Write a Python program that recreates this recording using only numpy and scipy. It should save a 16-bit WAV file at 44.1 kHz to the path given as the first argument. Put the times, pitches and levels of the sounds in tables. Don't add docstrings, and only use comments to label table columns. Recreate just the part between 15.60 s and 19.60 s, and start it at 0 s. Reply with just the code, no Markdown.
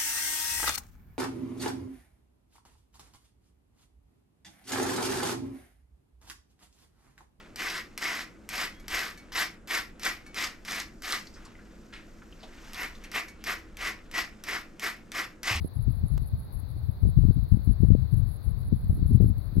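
import sys
import numpy as np
from scipy import signal
from scipy.fft import rfft, irfft, next_fast_len
from scipy.io import wavfile
from scipy.ndimage import uniform_filter1d, minimum_filter1d, map_coordinates

SR = 44100
rng = np.random.default_rng(int(sys.argv[2]) if len(sys.argv) > 2 else 0)


def waveform_to_disk(signal):
    frames = np.transpose(np.atleast_2d(signal))
    scaled = np.clip(frames, -1, 1) * 32767
    samples = np.round(scaled).astype(np.int16)
    wavfile.write(sys.argv[1], SR, samples)


def how_loud(loudness_db):
    steps = np.asarray(loudness_db, float) / 20
    return 10 ** steps


N = 176400


def unit(x):
    return x / np.sqrt(np.mean(x ** 2, axis=-1, keepdims=True) + 1e-20)


def along(points, hz):
    point_hz, point_db = np.transpose(points)
    return how_loud(np.interp(np.log(hz + 1), np.log(point_hz + 1), point_db))


def wobble(knots_per_s):
    at = np.arange(N) * knots_per_s / SR
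    knots = rng.standard_normal((2, int(at[-1]) + 4))
    return np.array([map_coordinates(k, [at]) for k in knots])


def filtered(x, response):
    size = next_fast_len(N + 8192)
    return irfft(rfft(x, size) * response(np.fft.rfftfreq(size, 1 / SR)), size)[..., :N]


def noise(response):
    return filtered(rng.standard_normal((2, N)) * np.sqrt(SR / 2), response)


def peak(f, hz, wide_hz):
    return 1j * f * wide_hz / (hz * hz - f * f + 1j * f * wide_hz + 1e-9)


def band(f, hz, wide_hz, steep):
    return np.exp(-np.abs(2 * (f - hz) / wide_hz) ** steep)


def eddies(spectrum, even_s):
    x = noise(lambda f: along(spectrum, f))
    size = max(int(even_s * SR), 1)
    power = uniform_filter1d(uniform_filter1d(x * x, size), size)
    return unit(x / np.sqrt(np.abs(power) + 1e-12))


# start_s, level_db, width_s
LEFT_PORT_GUSTS = [(0.186, -20.5, 0.1), (0.283, -15.5, 0.031), (0.447, -15, 0.016), (0.529, -17.5, 0.097),
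                   (0.623, -17, 0.0093), (0.738, -16.5, 0.018), (0.963, -24.5, 0.026),
                   (1.036, -26.5, 0.013), (1.242, -23, 0.026), (1.292, -15.5, 0.014), (1.445, -12.5, 0.063),
                   (1.589, -11, 0.042), (1.648, -12.5, 0.057), (1.702, -10, 0.013), (1.775, -14, 0.036),
                   (1.833, -14, 0.014), (1.929, -8.5, 0.023), (2.102, -8.5, 0.02), (2.237, -10, 0.032),
                   (2.317, -7.5, 0.032), (2.423, -35, 0.033), (2.535, -13.5, 0.03), (2.579, -23, 0.016),
                   (2.636, -20.5, 0.036), (2.883, -17, 0.033), (3.135, -10.5, 0.013), (3.247, -21, 0.016),
                   (3.301, -11, 0.012), (3.344, -18.5, 0.011), (3.399, -22, 0.01), (3.463, -15, 0.0081),
                   (3.554, -10, 0.02), (3.517, -8, 0.014), (3.621, -10, 0.059), (3.711, -16, 0.022),
                   (3.785, -21.5, 0.039), (3.985, -14, 0.02)]
RIGHT_PORT_GUSTS = [(0.05, -29, 0.015), (0.419, -28, 0.025), (0.562, -27, 0.026), (0.627, -41, 0.018),
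                    (0.785, -27.5, 0.054), (1.174, -28, 0.016), (1.228, -30.5, 0.027), (1.456, -22, 0.05),
                    (1.568, -24, 0.027), (1.862, -34.5, 0.058), (2.016, -34.5, 0.026), (2.159, -38, 0.066),
                    (2.387, -31, 0.018), (3.026, -35, 0.044), (3.091, -26, 0.032), (3.191, -30, 0.025),
                    (3.319, -21.5, 0.084), (3.381, -36, 0.04), (3.455, -21.5, 0.018), (3.534, -21.5, 0.033),
                    (3.662, -21.5, 0.048), (3.766, -25.5, 0.023)]
# start_s, left_db, right_db
BREEZE = [(0, -18.5, -36), (0.089, -42, -39), (0.299, -28.5, -40), (0.882, -39, -33), (.95, -27, -45),
          (1.35, -36.5, -37.5), (1.651, -29.5, -35), (2.6, -23.5, -45), (2.8, -32, -46),
          (3.101, -32.5, -33), (3.551, -21, -28), (3.85, -34, -52), (4, -21.5, -19)]
# pitch_hz, level_db (per Hz)
RUMBLE_SPECTRUM = [(15, -27), (40, 0.5), (80, 3), (120, 0), (180, -21), (300, -42.5), (600, -71),
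                   (1200, -120)]
FLUTTER_SPECTRUM = [(40, -31.5), (100, 4), (170, 8), (250, -9), (400, -28), (700, -35.5), (1100, -57.5),
                    (2000, -120)]


def wind():
    t = np.arange(N) / SR
    knot_s, *breeze_db = np.transpose(BREEZE)
    power = how_loud([np.interp(t, knot_s, db) for db in breeze_db] + 4 * wobble(16)) ** 2
    for port, gusts in zip(power, (LEFT_PORT_GUSTS, RIGHT_PORT_GUSTS)):
        for start_s, level_db, width_s in gusts:
            near = slice(max(int((start_s - 3 * width_s) * SR), 0), int((start_s + 5 * width_s) * SR))
            u = (t[near] - start_s) / width_s
            rise = (2.04 * u * max(width_s / 0.041, 1)) ** 4
            fade = np.abs(1.83 * u) ** 1.23
            port[near] += how_loud(2 * level_db) * np.exp(-np.where(u < 0, rise, fade))
    strength = np.sqrt(power) * np.minimum(t / .01, 1)

    lumps = unit(how_loud(2.5 * wobble(70)) * eddies(FLUTTER_SPECTRUM, .025))
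    full_voice_db = np.array([[-14], [-22]])
    flutter_db, growth = -12, 1.56
    flutter = how_loud(full_voice_db + flutter_db) * (strength / how_loud(full_voice_db)) ** growth * lumps
    rumble = np.array([[.8], [.55]]) * strength * eddies(RUMBLE_SPECTRUM, 0.029)
    return rumble + flutter


# start_s, level_db, width_ms
LEFT_PORT_SNAPS = [(0.281, -8.5, 0.92), (0.305, -15.5, 0.99), (0.438, -11.5, 1.1), (1.434, -23.5, 0.41),
                   (1.45, -14.5, 0.77), (1.472, -6.5, 1), (1.588, -6, 0.77), (1.652, -3, 0.94),
                   (1.687, -2.5, 1.05), (1.709, -9.5, 0.61), (1.772, -9, 0.99), (1.922, -5.5, 1.1),
                   (1.949, -8.5, 1.13), (1.972, -9.5, 0.85), (2.076, -5, 0.92), (2.114, -15, 0.75),
                   (2.206, -7, 1.11), (2.234, -0.5, 0.69), (2.248, -17, 0.38), (2.287, -3, 1.3),
                   (2.305, -2, 0.6), (2.351, -2, 0.52), (2.542, -20, 0.58), (2.874, -24, 0.75),
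                   (3.127, -3, 0.81), (3.163, -14, 1.24), (3.303, -22.5, 0.29), (3.394, -19, 0.8),
                   (3.428, -7, 0.95), (3.517, -6, 0.83), (3.553, -8, 0.84), (3.575, -13.5, 0.81),
                   (3.608, -6, 0.55), (3.624, -11.5, 0.5), (3.644, -3, 0.75), (3.659, -10.5, 0.92),
                   (3.684, -11, 0.93), (3.7, -11.5, 0.79), (3.928, -21.5, 0.87), (3.957, -20.5, 0.63),
                   (3.969, -6, 0.73), (3.983, -5.5, 0.77),
                   (0.17, -20.5, 0.99), (0.366, -28, 0.6), (.542, -20.5, 0.88), (0.741, -27, 0.93),
                    (1.032, -27.5, 0.7), (1.292, -21, 0.96), (1.639, -17.5, 0.41), (1.995, -19, 1),
                    (2.662, -22, 0.99), (2.686, -22.5, 1), (3.123, -14.5, 0.52), (3.464, -13.5, 0.99),
                    (3.509, -8.5, .8)]
RIGHT_PORT_SNAPS = [(0.047, -12, 0.51), (0.463, -28, 0.72), (0.577, -27, 0.61), (1.165, -26, 0.54),
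                    (1.455, -18, 0.39), (1.49, -19.5, 0.57), (1.88, -28, 0.72), (1.951, -32, 0.91),
                    (3.083, -24, 0.84), (3.271, -22, 1), (3.329, -14, 0.78), (3.38, -17.5, 0.7),
                    (3.456, -20.5, 0.69), (3.511, -17, 0.63), (3.52, -22, 0.89), (3.534, -15, 0.81),
                    (3.643, -21.5, 0.63), (3.662, -16.5, 0.65)]


def snaps():
    size, lead = 4096, 1024
    spring_hz, cusp = 104, .04
    wake_db, wake_s = -13.5, 0.00909
    out = np.zeros((2, N + size))
    f = np.fft.rfftfreq(size, 1 / SR)
    for port, rows in zip(out, (LEFT_PORT_SNAPS, RIGHT_PORT_SNAPS)):
        for (start_s, level_db, ms), draw in zip(rows, rng.standard_normal((60, 3, 3))):
            turn = 2 * np.pi * f * ms / 1000
            hz = spring_hz / np.sqrt(ms)
            push = np.exp(-turn ** 2 / 2) + cusp * np.exp(-turn)
            swing = 2.5 * SR * ms / 1000 * push * peak(f, hz, 2 * hz)
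            delays = np.exp(-2j * np.pi * f * wake_s * draw[1:, 1:2])
            wake = how_loud(wake_db) * draw[1:, 0] @ delays
            swing = swing * (np.sign(draw[0, 0] - .5) + wake)
            port[int(start_s * SR):][:size] += how_loud(level_db) * np.roll(irfft(swing), lead)
    return out[:, lead:N + lead]


def katydid(calls, hz, wide_hz, pan_db, count, wet):
    stroke_gap_s, tooth_s = .048, .003
    slowing, swell_db = .08, 9
    tooth = np.arange(count)
    along_s = np.cumsum(tooth_s * (1 + slowing) ** (tooth - count / 2))
    draw = rng.standard_normal((2, len(calls), 2, count, 2))
    late_s = .003 * rng.standard_normal((len(calls), 2, 1))
    stroke_s = calls[:, :1, None] + stroke_gap_s * np.arange(2)[:, None] + late_s
    tooth_at_s = stroke_s + along_s - .62 * along_s[-1] + .0004 * draw[..., 0]
    size = how_loud(calls[:, 1:, None] + swell_db * (tooth / count - 1.12) + 4.35 * draw[..., 1])
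    at = np.clip((tooth_at_s * SR).astype(int), -1, N) + 1
    teeth = np.array([np.bincount(a.ravel(), g.ravel(), N + 2)[1:-1] for a, g in zip(at, size)])

    leaves = rng.standard_normal((2, 1400)) * how_loud(-60 * np.arange(1400) / SR / .03)
    leaves = wet * leaves / np.linalg.norm(leaves, axis=1, keepdims=True)
    leaves[:, 0] = [pan_db > 0, pan_db < 0]
    leaves = leaves * how_loud([[min(pan_db, 0)], [min(-pan_db, 0)]])
    leaves = leaves * np.sqrt(tooth_s / wide_hz) * SR * 0.75

    def wing(f):
        return band(f, hz, wide_hz, 2) / (1 + (9900 / (f + 1)) ** 40)

    return filtered(signal.fftconvolve(teeth, leaves, axes=1)[:, :N], wing)


# first_stroke_db, second_stroke_db
LEFT_SINGER = [(-72, -58), (-57, -75), (-59, -59.5), (-61.5, -62.5), (-57.5, -52), (-57, -65), (-51, -56),
               (-61, -83), (-64.5, -63), (-64, -77), (-66, -62), (-61, -72), (-71, -78), (-56.5, -78),
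               (-63, -74), (-77, -69), (-57, -56.5), (-56, -54), (-55, -59), (-56, -66), (-71, -61),
               (-57.5, -55.5), (-57.5, -67), (-59.5, -55.5), (-62, -61.5)]
RIGHT_SINGER = [(-59, -49.5), (-56.5, -55), (-63, -60.5), (-54.5, -56), (-73, -65), (-61, -61), (-58, -61),
                (-65, -61.5), (-72, -65), (-65, -51.5), (-66, -61.5), (-67, -73.5), (-57.5, -60),
                (-60.5, -51.5), (-63, -57.5), (-67, -64.5), (-69, -58.5), (-56, -54.5), (-58, -58.5),
                (-64.5, -57), (-57, -62), (-63, -63), (-56, -54), (-65, -63.5), (-68, -63)]
# start_s, level_db
HIGH_SINGER = [
    (0, -70),
    (1.9, -66),
    (2.35, -71),
    (3, -63),
    (4, -62),
]


def katydids():
    def beat(first_s, period_s, stroke_db):
        return np.column_stack([first_s + period_s * np.arange(len(stroke_db)), stroke_db])

    left_calls = beat(-.006, .1584, LEFT_SINGER + [(-62, -60)])
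    right_calls = beat(.014, .1584, RIGHT_SINGER + [(-63, -63)])
    start_s = .053 + .1621 * np.arange(25)
    level_db = np.interp(start_s, *np.transpose(HIGH_SINGER))
    high_calls = np.column_stack([start_s, level_db + 1, level_db])
    high_calls = high_calls + [.002, 2.5, 2.5] * rng.standard_normal((25, 3))

    left = katydid(left_calls, 11050, 1900, 4, count=11, wet=1.1)
    right = katydid(right_calls, 10800, 1500, -3, count=13, wet=.9)
    high = katydid(high_calls, 11900, 3200, 9, count=6, wet=1.1)
    return left + right + high


# start_s, left_db, right_db
FINGER_TICKS = [
    (0.0444, -79, -54.5),
    (.5755, -67, -51.5),
    (0.5786, -51.5, -42),
    (0.5806, -55.5, -47),
    (0.582, -63.5, -48.5),
]
# pitch_hz, width_hz, level_db
CASE_MODES = [(450, 700, 12), (1070, 300, 4), (5200, 3200, -12), (11000, 1600, -17), (15000, 1500, -20)]


def ticks():
    kicks = np.zeros((2, N))
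    for start_s, *port_db in FINGER_TICKS:
        contact = .1 * rng.standard_normal(60) * how_loud(-.4 * np.arange(60))
        contact[0] = -1
        kicks[:, int(start_s * SR):][:, :60] += how_loud(port_db)[:, None] * contact
    return 12 * filtered(kicks, lambda f: sum(how_loud(db) * peak(f, hz, wide) for hz, wide, db in CASE_MODES))


def cricket_chorus():
    hum = unit(noise(lambda f: band(f, 4143, 1340, 2.1)))
    ripple = how_loud(0.77 * wobble(30) + 0.41 * wobble(6.1))
    return hum * ripple * how_loud([[-64.5], [-73]])


# pitch_hz, level_db (per Hz)
NIGHT_AIR = [(150, -73.5), (350, -83.5), (700, -88.5), (1200, -94), (2000, -101), (3000, -112),
             (6000, -119), (9000, -130)]
# pitch_hz, left_minus_right_db
NIGHT_LEAN = [(700, 3.5), (2500, 0), (6000, -5)]
# pitch_hz, level_db (per Hz)
INSECT_HISS = [(8000, -135), (9500, -124), (10300, -108), (11000, -104), (12200, -107), (14000, -109),
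               (15500, -104)]


def night_background():
    sides = np.array([[.5], [-.5]])
    air = noise(lambda f: along(NIGHT_AIR, f) * along(NIGHT_LEAN, f) ** sides) * how_loud(.8 * wobble(6))
    hiss_lean_db = 3
    hiss = noise(lambda f: along(INSECT_HISS, f)) * how_loud(hiss_lean_db * sides + 1.1 * wobble(18))
    return air + hiss


def scene():
    return wind() + snaps() + katydids() + ticks() + cricket_chorus() + night_background()


def top_cut(x):
    return signal.sosfilt(signal.butter(12, 16850, fs=SR, output="sos"), x)


def record(dry):
    top_hz, ceiling = 15830, .845
    x = filtered(dry, lambda f: f < top_hz)
    need = minimum_filter1d(np.minimum(1, ceiling / (np.abs(x) + 1e-9)), size=801)
    mix = x * uniform_filter1d(need, size=400)
    return top_cut(mix)


dry = scene()
out = record(dry)
waveform_to_disk(out)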